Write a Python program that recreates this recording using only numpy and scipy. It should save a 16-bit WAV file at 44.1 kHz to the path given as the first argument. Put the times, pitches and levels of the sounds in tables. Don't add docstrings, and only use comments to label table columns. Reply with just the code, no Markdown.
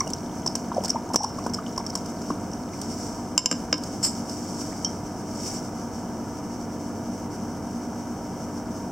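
import sys
import numpy as np
from scipy import signal
from scipy.fft import rfft, irfft, next_fast_len
from scipy.io import wavfile

SR = 44100
rng = np.random.default_rng(int(sys.argv[2]) if len(sys.argv) > 2 else 0)


def wav_record(signal):
    frames = np.transpose(np.atleast_2d(signal))
    bounded = np.clip(frames, -1, 1)
    quanta = np.round(bounded * 32767).astype(np.int16)
    wavfile.write(sys.argv[1], SR, quanta)


N = 392931

# pitch in Hz, level in dB, time to fall 60 dB in seconds.
NECK_MODES = [(221, -4, 0.028), (433, 3, 0.0098), (800, 3.5, 0.0091), (976, -4.5, 0.042),
              (1570, -11, 0.0033)]
# pitch in Hz, level in dB, time to fall 60 dB in seconds.
SINGING_MODES = [(5440, -39, 0.45), (5360, -39, 0.52), (5670, -34.5, 0.32), (5920, -35, 0.23),
                 (7500, -41, .07)]
# start in seconds, then relative levels in dB of slap, bubble, burst and spray.
AIR_GULPS = [(.461, -20, -31, -15, -35), (.552, -21.5, -38, -13, -29), (0.836, -21.5, -41, -26, -34.5),
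             (0.846, -21, -37, -19, -33), (1.142, -13, -19, -18.5, -33.5), (1.158, -8, -27, -.5, -19.5),
             (1.385, -26, -26.5, -33, -47), (1.463, -14, -23.5, -26.5, -37.5),
             (1.777, -19.5, -22.5, -14.5, -37), (1.952, -26, -26.5, -14.5, -30.5),
             (2.302, -17.5, -25, -29.5, -48)]
def gulps(slap_db, singing_db):
    out = np.zeros((2, N))
    burst_lag_s, hardest_gulp_s = .001288, 1.160
    for s, db, bubble_db, burst_db, spray_db in AIR_GULPS:
        add(out, s, from_db(db + slap_db) * struck(NECK_MODES, scatter_db=1))
        add(out, s, from_db(bubble_db) * glug(hz=1014, length_s=.01))
        add(out, s + burst_lag_s, burst(burst_db, spray_db, spread_octaves=.013))
    add(out, hardest_gulp_s, from_db(singing_db) * struck(SINGING_MODES, scatter_db=1))
    return out


# start in seconds, relative level in dB, starting pitch in Hz, length in seconds.
LARGE_BUBBLES = [(.004, -22, 990, 0.021), (.005, -25, 2070, .012), (0.069, -27, 595, 0.021),
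                 (0.069, -40, 2760, 0.013), (.717, -22, 913, 0.011), (.765, -18, 660, .011),
                 (0.78, -15, 566, 0.013), (0.946, -26, 670, .021), (.956, -19.5, 850, 0.019),
                 (1.1, -29, 800, .026), (1.201, -20, 750, 0.031), (1.2394, -17.5, 866, 0.014),
                 (1.585, -26, 1194, .011), (1.664, -37, 2810, .009), (1.801, -27.5, 825, .013),
                 (2.734, -37.5, 2130, .013), (4.72, -39, 2000, 0.018)]
def glugs(level_db):
    out = np.zeros(N)
    for s, db, hz, length_s in LARGE_BUBBLES:
        add(out, s, from_db(db + level_db) * glug(hz, length_s))
    return out


def glug(hz, length_s, rise_octaves_per_s=19.2, attack_share=.13, wobble=.081, rough=.51):
    age = np.linspace(0, 1, int(length_s * SR))
    bend, shake = (np.interp(age, np.linspace(0, 1, 10), knots) for knots in rng.standard_normal((2, 10)))
    pitch = hz * 2 ** (rise_octaves_per_s * length_s * age) * (1 + wobble * bend)
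    swell = np.minimum(age / attack_share, 1) * np.cos(np.pi / 2 * age) * (1 + rough * shake)
    return swell * np.sin(2 * np.pi * np.cumsum(pitch) / SR)


# start in seconds, then relative levels in dB of burst and spray.
SURFACE_POPS = [(.0034, -11, -40), (.0747, -30, -40), (.1008, -34, -37), (.1345, -14.5, -40),
                (0.4751, -11.5, -48), (0.8556, -15.5, -37), (.8809, -22, -35), (0.8952, -16, -41),
                (0.9022, -9, -33), (1.135, -24, -35), (1.233, -15.5, -32), (1.243, -15, -39),
                (1.536, -23, -39), (1.5442, -16.5, -39), (1.865, -18.5, -41), (1.901, -24, -45),
                (1.974, -28, -44), (2.059, -32, -43), (2.2172, -30.5, -47), (2.533, -26, -55),
                (2.815, -25, -33.5), (3.7788, -25, -41), (3.8364, -29, -38), (4.0482, -11.5, -31),
                (4.296, -26, -43), (4.847, -11.5, -51), (5.464, -30, -46)]
def pops():
    out = np.zeros((2, N))
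    for s, db, spray_db in SURFACE_POPS:
        add(out, s, burst(db, spray_db, spread_octaves=.052))
    return out


def burst(db, spray_db, spread_octaves, ring_db=-9.0, snap_db=-1.0, snap_s=.0045, width=.35):
    detune = 2 ** (spread_octaves * rng.standard_normal())
    ring = cluster(hz=5396 * detune, octaves=.17, cycles=4.95, scatter_s=.0045, count=3)
    spray = cluster(hz=7980 * detune, octaves=.51, cycles=6.8, scatter_s=.007, count=7)
    splash = cluster(hz=3300, octaves=.93, cycles=3.1, scatter_s=.012, count=5)
    t = np.arange(len(ring)) / SR
    snap, side = from_db(spray_db + snap_db) * rng.standard_normal((2, len(t))) * np.exp(-t / snap_s)
    mid = snap + from_db(db + ring_db) * ring + from_db(spray_db) * (spray + .67 * splash)
    return lowpass(mid + width * side * [[1], [-1]], hz=12000, order=1)


def cluster(hz, octaves, cycles, scatter_s, count):
    out = np.zeros(SR // 25)
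    for k, (size, late, strength) in enumerate(rng.random((count, 3))):
        start = min(int((k + late) / count * scatter_s * SR), len(out) - 1) if k else 0
        ring = bubble(hz * 2 ** (octaves * (size - .5)), cycles, rise=.015)
        out[start:] += (.5 + strength) * (1 - .5 * k / count) * ring[:len(out) - start]
    return out / np.abs(out).max()


def bubble(hz, cycles, rise):
    turns = hz * np.arange(SR // 25) / SR
    return np.sin(2 * np.pi * turns * (1 + rise * turns / cycles)) * np.exp(-turns / cycles)


# time in seconds, bubbles per second (none below zero).
STREAM_RATE = [(0, 130), (.5, 90), (1.2, 180), (2.0, 170), (2.5, 81), (3.2, 15), (3.5, -2)]
def trickle(level_db, size_db, tilt_db_per_octave, cycles):
    out = np.zeros(N)
    starts = random_times(STREAM_RATE)
    for s, (smallness, strength) in zip(starts, rng.random((len(starts), 2))):
        octave = 3.8 * np.sqrt(smallness)
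        db = level_db + tilt_db_per_octave * octave + size_db * strength ** 2
        add(out, s, from_db(db) * bubble(650 * 2 ** octave, cycles, rise=.018))
    return out


def stray_pops(burst_db, spray_db, scatter_db):
    out = np.zeros((2, N))
    for s in random_times(STREAM_RATE, share=.09):
        size_db = scatter_db * min(rng.standard_normal(), 2)
        add(out, s, burst(burst_db + size_db, spray_db + size_db, spread_octaves=.15))
    return out


# pitch in Hz, level in dB, time to fall 60 dB in seconds.
MUG_MODES = [(1005, -18, 0.055), (2200, -31, 0.067), (2780, -14.5, 0.018), (3100, -16, 0.015),
             (2940, -55, 0.75), (3620, -23.5, 0.02), (4700, -22, 0.014), (5120, -17.5, 0.034),
             (5310, -26, 0.054), (5680, -23.5, 0.025), (6170, -13.5, 0.003), (7370, -18.5, 0.042),
             (8860, -41, 0.064), (9900, -34, 0.027), (13100, -40, .03), (12800, -34, .03)]
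# pitch in Hz, level in dB, time to fall 60 dB in seconds.
BAR_MODES = [(169, -15, 0.15), (249, -7, 0.095), (302, -9, 0.1), (490, -7.5, 0.053), (660, -11, 0.031),
             (974, -5.5, 0.021), (1264, -4.5, 0.015), (1583, -9, 0.04), (2250, 3.5, 0.0032)]
# start in seconds, relative glass level in dB, low-pass cutoff in Hz,
# relative thud level in dB, rebound in dB against the first blow.
RIM_HITS = [(3.378, 2.5, 12900, -25, -10), (3.4586, 1.5, 12900, -21, -28), (3.5132, -4.5, 13200, -14, -7),
            (3.7273, 0, 6050, -13.5, -6)]
def clinks(glass_db, thud_db, crack_db, rebound_s=.0128, crack_t60_s=.012):
    out = np.zeros(N)
    for s, db, contact_hz, wood_db, rebound_db in RIM_HITS:
        for at, loss_db in ((s, 0), (s + rebound_s, rebound_db)):
            ring = struck(MUG_MODES, scatter_db=.5)
            wood = struck(BAR_MODES, scatter_db=1)
            t = np.arange(len(ring)) / SR
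            crack = from_db(crack_db - 60 * t / crack_t60_s) * rng.standard_normal(len(t))
            glass = lowpass(ring + lowpass(crack, hz=7700), contact_hz, order=8)
            add(out, at, from_db(db + loss_db + glass_db) * glass)
            add(out, at, from_db(wood_db + loss_db + thud_db) * wood)
    return out


# pitch in Hz, level in dB, time to fall 60 dB in seconds.
BOTTLE_MODES = [(3110, -31, 0.084), (3220, -36, 0.15), (4400, -36, 0.013), (5260, -39.5, 0.11),
                (5580, -36.5, 0.12), (5800, -47, .2)]
def bottle_tap(start_s):
    out = np.zeros(N)
    add(out, start_s, struck(BOTTLE_MODES, scatter_db=.5))
    return out


# start in seconds, relative level in dB.
HEEL_BUMPS = [(1.465, -25), (1.498, -17), (2.304, -13), (2.315, -25)]
def knocks(level_db):
    out = np.zeros(N)
    for s, db in HEEL_BUMPS:
        add(out, s, from_db(db + level_db) * lowpass(struck(BAR_MODES, scatter_db=4), hz=260))
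    return out


# frequency in Hz, relative level in dB.
SPURT_EQ = [(1200, 4.5), (2500, 4), (4000, 1), (5200, 15.5), (6200, -5), (7200, 13.5), (8000, 14.5),
            (10000, -12), (12000, 3), (15000, -20)]
def spurt(start_s, crest_db, attack_s=.018, rise_db_per_s=330, fall_db_per_s=290):
    age = np.arange(N) / SR - start_s
    past_crest = age - attack_s
    db = crest_db + np.minimum(rise_db_per_s * past_crest, -fall_db_per_s * past_crest)
    return (age > 0) * from_db(db) * stereo_bed(crackle(per_s=8600, size_db=1.5), SPURT_EQ)


# frequency in Hz, relative level in dB.
HISS_EQ = [(1000, -9), (2300, 2), (4000, -2.5), (5400, 3.5), (6200, 4.5), (7000, -3), (8200, -1.5),
           (10000, -4.5), (15000, -8)]
# frequency in Hz, relative level in dB.
FRESH_FOAM_EQ = [(1000, -8), (2300, 1.5), (4000, -3), (5300, 5.5), (6200, 2.5), (7000, 0.5), (8400, 1),
                 (10000, -6), (15000, -8.5)]
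# crest time in seconds, level in dB, half width in seconds.
FOAM_SWELLS = [(2.96, -47.5, 0.21), (3.85, -52, 0.074), (4.48, -48.5, 0.45), (5.47, -44, .025),
               (5.49, -44.5, .135)]
def foam_and_hiss(hiss_db, flutter_db, roundness):
    t = np.arange(N) / SR
    hiss = from_db(hiss_db) * stereo_bed(crackle(per_s=14000, size_db=2.5), HISS_EQ)
    swell = sum(from_db(db) * np.exp(-np.abs((t - s) / width) ** roundness)
                for s, db, width in FOAM_SWELLS)
    fresh = stereo_bed(crackle(per_s=7000, size_db=1.0), FRESH_FOAM_EQ)
    return from_db(flutter_db * drift(per_s=31)) * (hiss + swell * fresh)


def crackle(per_s, size_db):
    born = rng.random((2, N)) < per_s / SR
    clicks = born * rng.standard_normal((2, N))
    return clicks * from_db(size_db * np.minimum(rng.exponential(1, (2, N)), 4))


# frequency in Hz, relative level in dB.
FAN_EQ = [(20, -22), (45, -11.5), (110, -7), (150, -4.5), (230, 0), (330, -6), (550, -12), (900, -13.5),
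          (1050, -17.5), (1300, -18), (1700, -25.5), (2600, -32.5), (5000, -48), (15000, -44)]
# pitch in Hz, relative level in dB.
MOTOR_TONES = [(96, -45), (190, -43), (232, -43), (241, -40), (296, -41), (346, -51.5), (490, -52.5),
               (647, -48), (705, -48.5), (752, -50), (799, -57.5), (934, -49), (966, -52.5)]
def cooler(air_db, hum_db, waver_db, wander_rad):
    t = np.arange(N) / SR
    hum = np.zeros(N)
    for hz, db in MOTOR_TONES:
        amplitude = np.sqrt(2) * from_db(db + waver_db * drift(per_s=16))
        hum += amplitude * np.sin(2 * np.pi * hz * t + wander_rad * drift(per_s=15))
    air = stereo_bed(rng.standard_normal((2, N)), FAN_EQ)
    return from_db(air_db) * air + from_db(hum_db) * hum


def room(x, wet_db, wall_hz, width, t60_s=.26, predelay_s=.003):
    t = np.arange(SR // 2) / SR
    mid, side = rng.standard_normal((2, len(t))) * from_db(-60 * t / t60_s) * (t > predelay_s)
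    tail = lowpass(mid + width * side * [[1], [-1]], wall_hz)
    tail /= np.sqrt(np.sum(tail ** 2) / 2)
    return from_db(wet_db) * signal.fftconvolve(x[None], tail, axes=1)[:, :N]


# frequency in Hz, left-right coherence (1 is mono).
STEREO_COHERENCE = [(30, 0.71), (150, .99), (1000, 0.93), (3000, 1), (6000, 0.68), (9000, 0.083),
                    (15000, 0.1)]
def stereo_bed(pair, eq):
    size = next_fast_len(N)
    hz = np.fft.rfftfreq(size, 1 / SR)
    mid, side = rfft(pair, size) * from_db(at_hz(eq, hz))
    alike = np.clip(at_hz(STEREO_COHERENCE, hz), 0, 1)
    spectrum = np.sqrt(1 + alike) * mid + np.sqrt(1 - alike) * side * [[1], [-1]]
    bed = irfft(spectrum, size)[:, :N]
    return bed / np.sqrt(np.mean(bed ** 2) + 1e-20)


def struck(modes, scatter_db):
    t = np.arange(SR // 2) / SR
    out = np.zeros(len(t))
    for k, (hz, db, t60) in enumerate(modes):
        decay = from_db(db + scatter_db * rng.standard_normal() - 60 * t / t60)
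        out += (-1) ** k * decay * np.sin(2 * np.pi * hz * t)
    return out


def random_times(rate_curve, share=1):
    per_s = np.interp(np.arange(N) / SR, *np.transpose(rate_curve))
    return np.flatnonzero(rng.random(N) < share * per_s / SR) / SR


def drift(per_s):
    return np.interp(np.arange(N) / SR * per_s, np.arange(2000), rng.standard_normal(2000))


def from_db(db):
    return 10 ** (np.asarray(db) / 20)


def at_hz(points, hz):
    known_hz, values = np.transpose(points)
    return np.interp(np.log(hz + 1e-3), np.log(known_hz), values)


def add(track, s, sound):
    start = max(round(s * SR), 0)
    track[..., start:start + sound.shape[-1]] += sound[..., :N - start]


def lowpass(x, hz, order=2):
    return signal.sosfilt(signal.butter(order, min(hz, .45 * SR), fs=SR, output="sos"), x)


def scene():
    background = cooler(air_db=-34.5, hum_db=-2.0, waver_db=2.0, wander_rad=.86)
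    sizzle = foam_and_hiss(hiss_db=-56.5, flutter_db=2.0, roundness=1.3)
    sizzle += spurt(start_s=4.029, crest_db=-27.5)
    contacts = clinks(glass_db=-.5, thud_db=1.5, crack_db=-15.0)
    contacts += bottle_tap(start_s=4.847) + knocks(level_db=-2.0)
    pour = glugs(level_db=-.5) + gulps(slap_db=-2.0, singing_db=-3.5) + pops()
    stream = trickle(level_db=-44.5, size_db=11, tilt_db_per_octave=-2.5, cycles=4.7)
    strays = stray_pops(burst_db=-32, spray_db=-54.5, scatter_db=3.0)
    near = pour + stream + strays + contacts
    return near + room(near.mean(axis=0), wet_db=-16.0, wall_hz=9350, width=.21) + sizzle + background


# nominal centre in Hz, Q, boost or cut in dB.
PORT_EQ = [(1885, 21, -14), (2615, 5.1, -8), (2950, 8.6, 2.5), (3416, 11.4, -7), (4030, 7.4, -10.5),
           (4850, 40, -11.5), (5520, 2.01, 13), (7870, 4.1, 6.5)]
def microphone(x, tuning):
    for hz, q, db in PORT_EQ:
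        w, gain = 2 * np.pi * hz * tuning / SR, from_db(db / 2)
        half_band = np.sin(w) / (2 * q)
        x = signal.lfilter([1 + half_band * gain, -2 * np.cos(w), 1 - half_band * gain],
                           [1 + half_band / gain, -2 * np.cos(w), 1 - half_band / gain], x)
    return x


def gain_control(x, threshold_db, release_db_per_s, attack_s):
    over_db = np.maximum(20 * np.log10(np.abs(x).max(axis=0) + 1e-9) - threshold_db, 0)
    ramp = release_db_per_s * np.arange(N) / SR
    held_db = np.maximum.accumulate(over_db + ramp) - ramp
    pole = np.exp(-1 / (attack_s * SR))
    return x * from_db(-signal.lfilter([1 - pole], [1, -pole], held_db))


def record(dry):
    mismatch, cutoff_hz = .013, 15900
    ports = np.array([microphone(dry[0], 1 + mismatch), microphone(dry[1], 1 - mismatch)])
    ducked = gain_control(ports, threshold_db=-7.5, release_db_per_s=62, attack_s=.002)
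    high_cut = signal.ellip(12, .1, 70, cutoff_hz, fs=SR, output="sos")
    return signal.sosfilt(high_cut, np.tanh(ducked))


dry = scene()
out = record(dry)
wav_record(out)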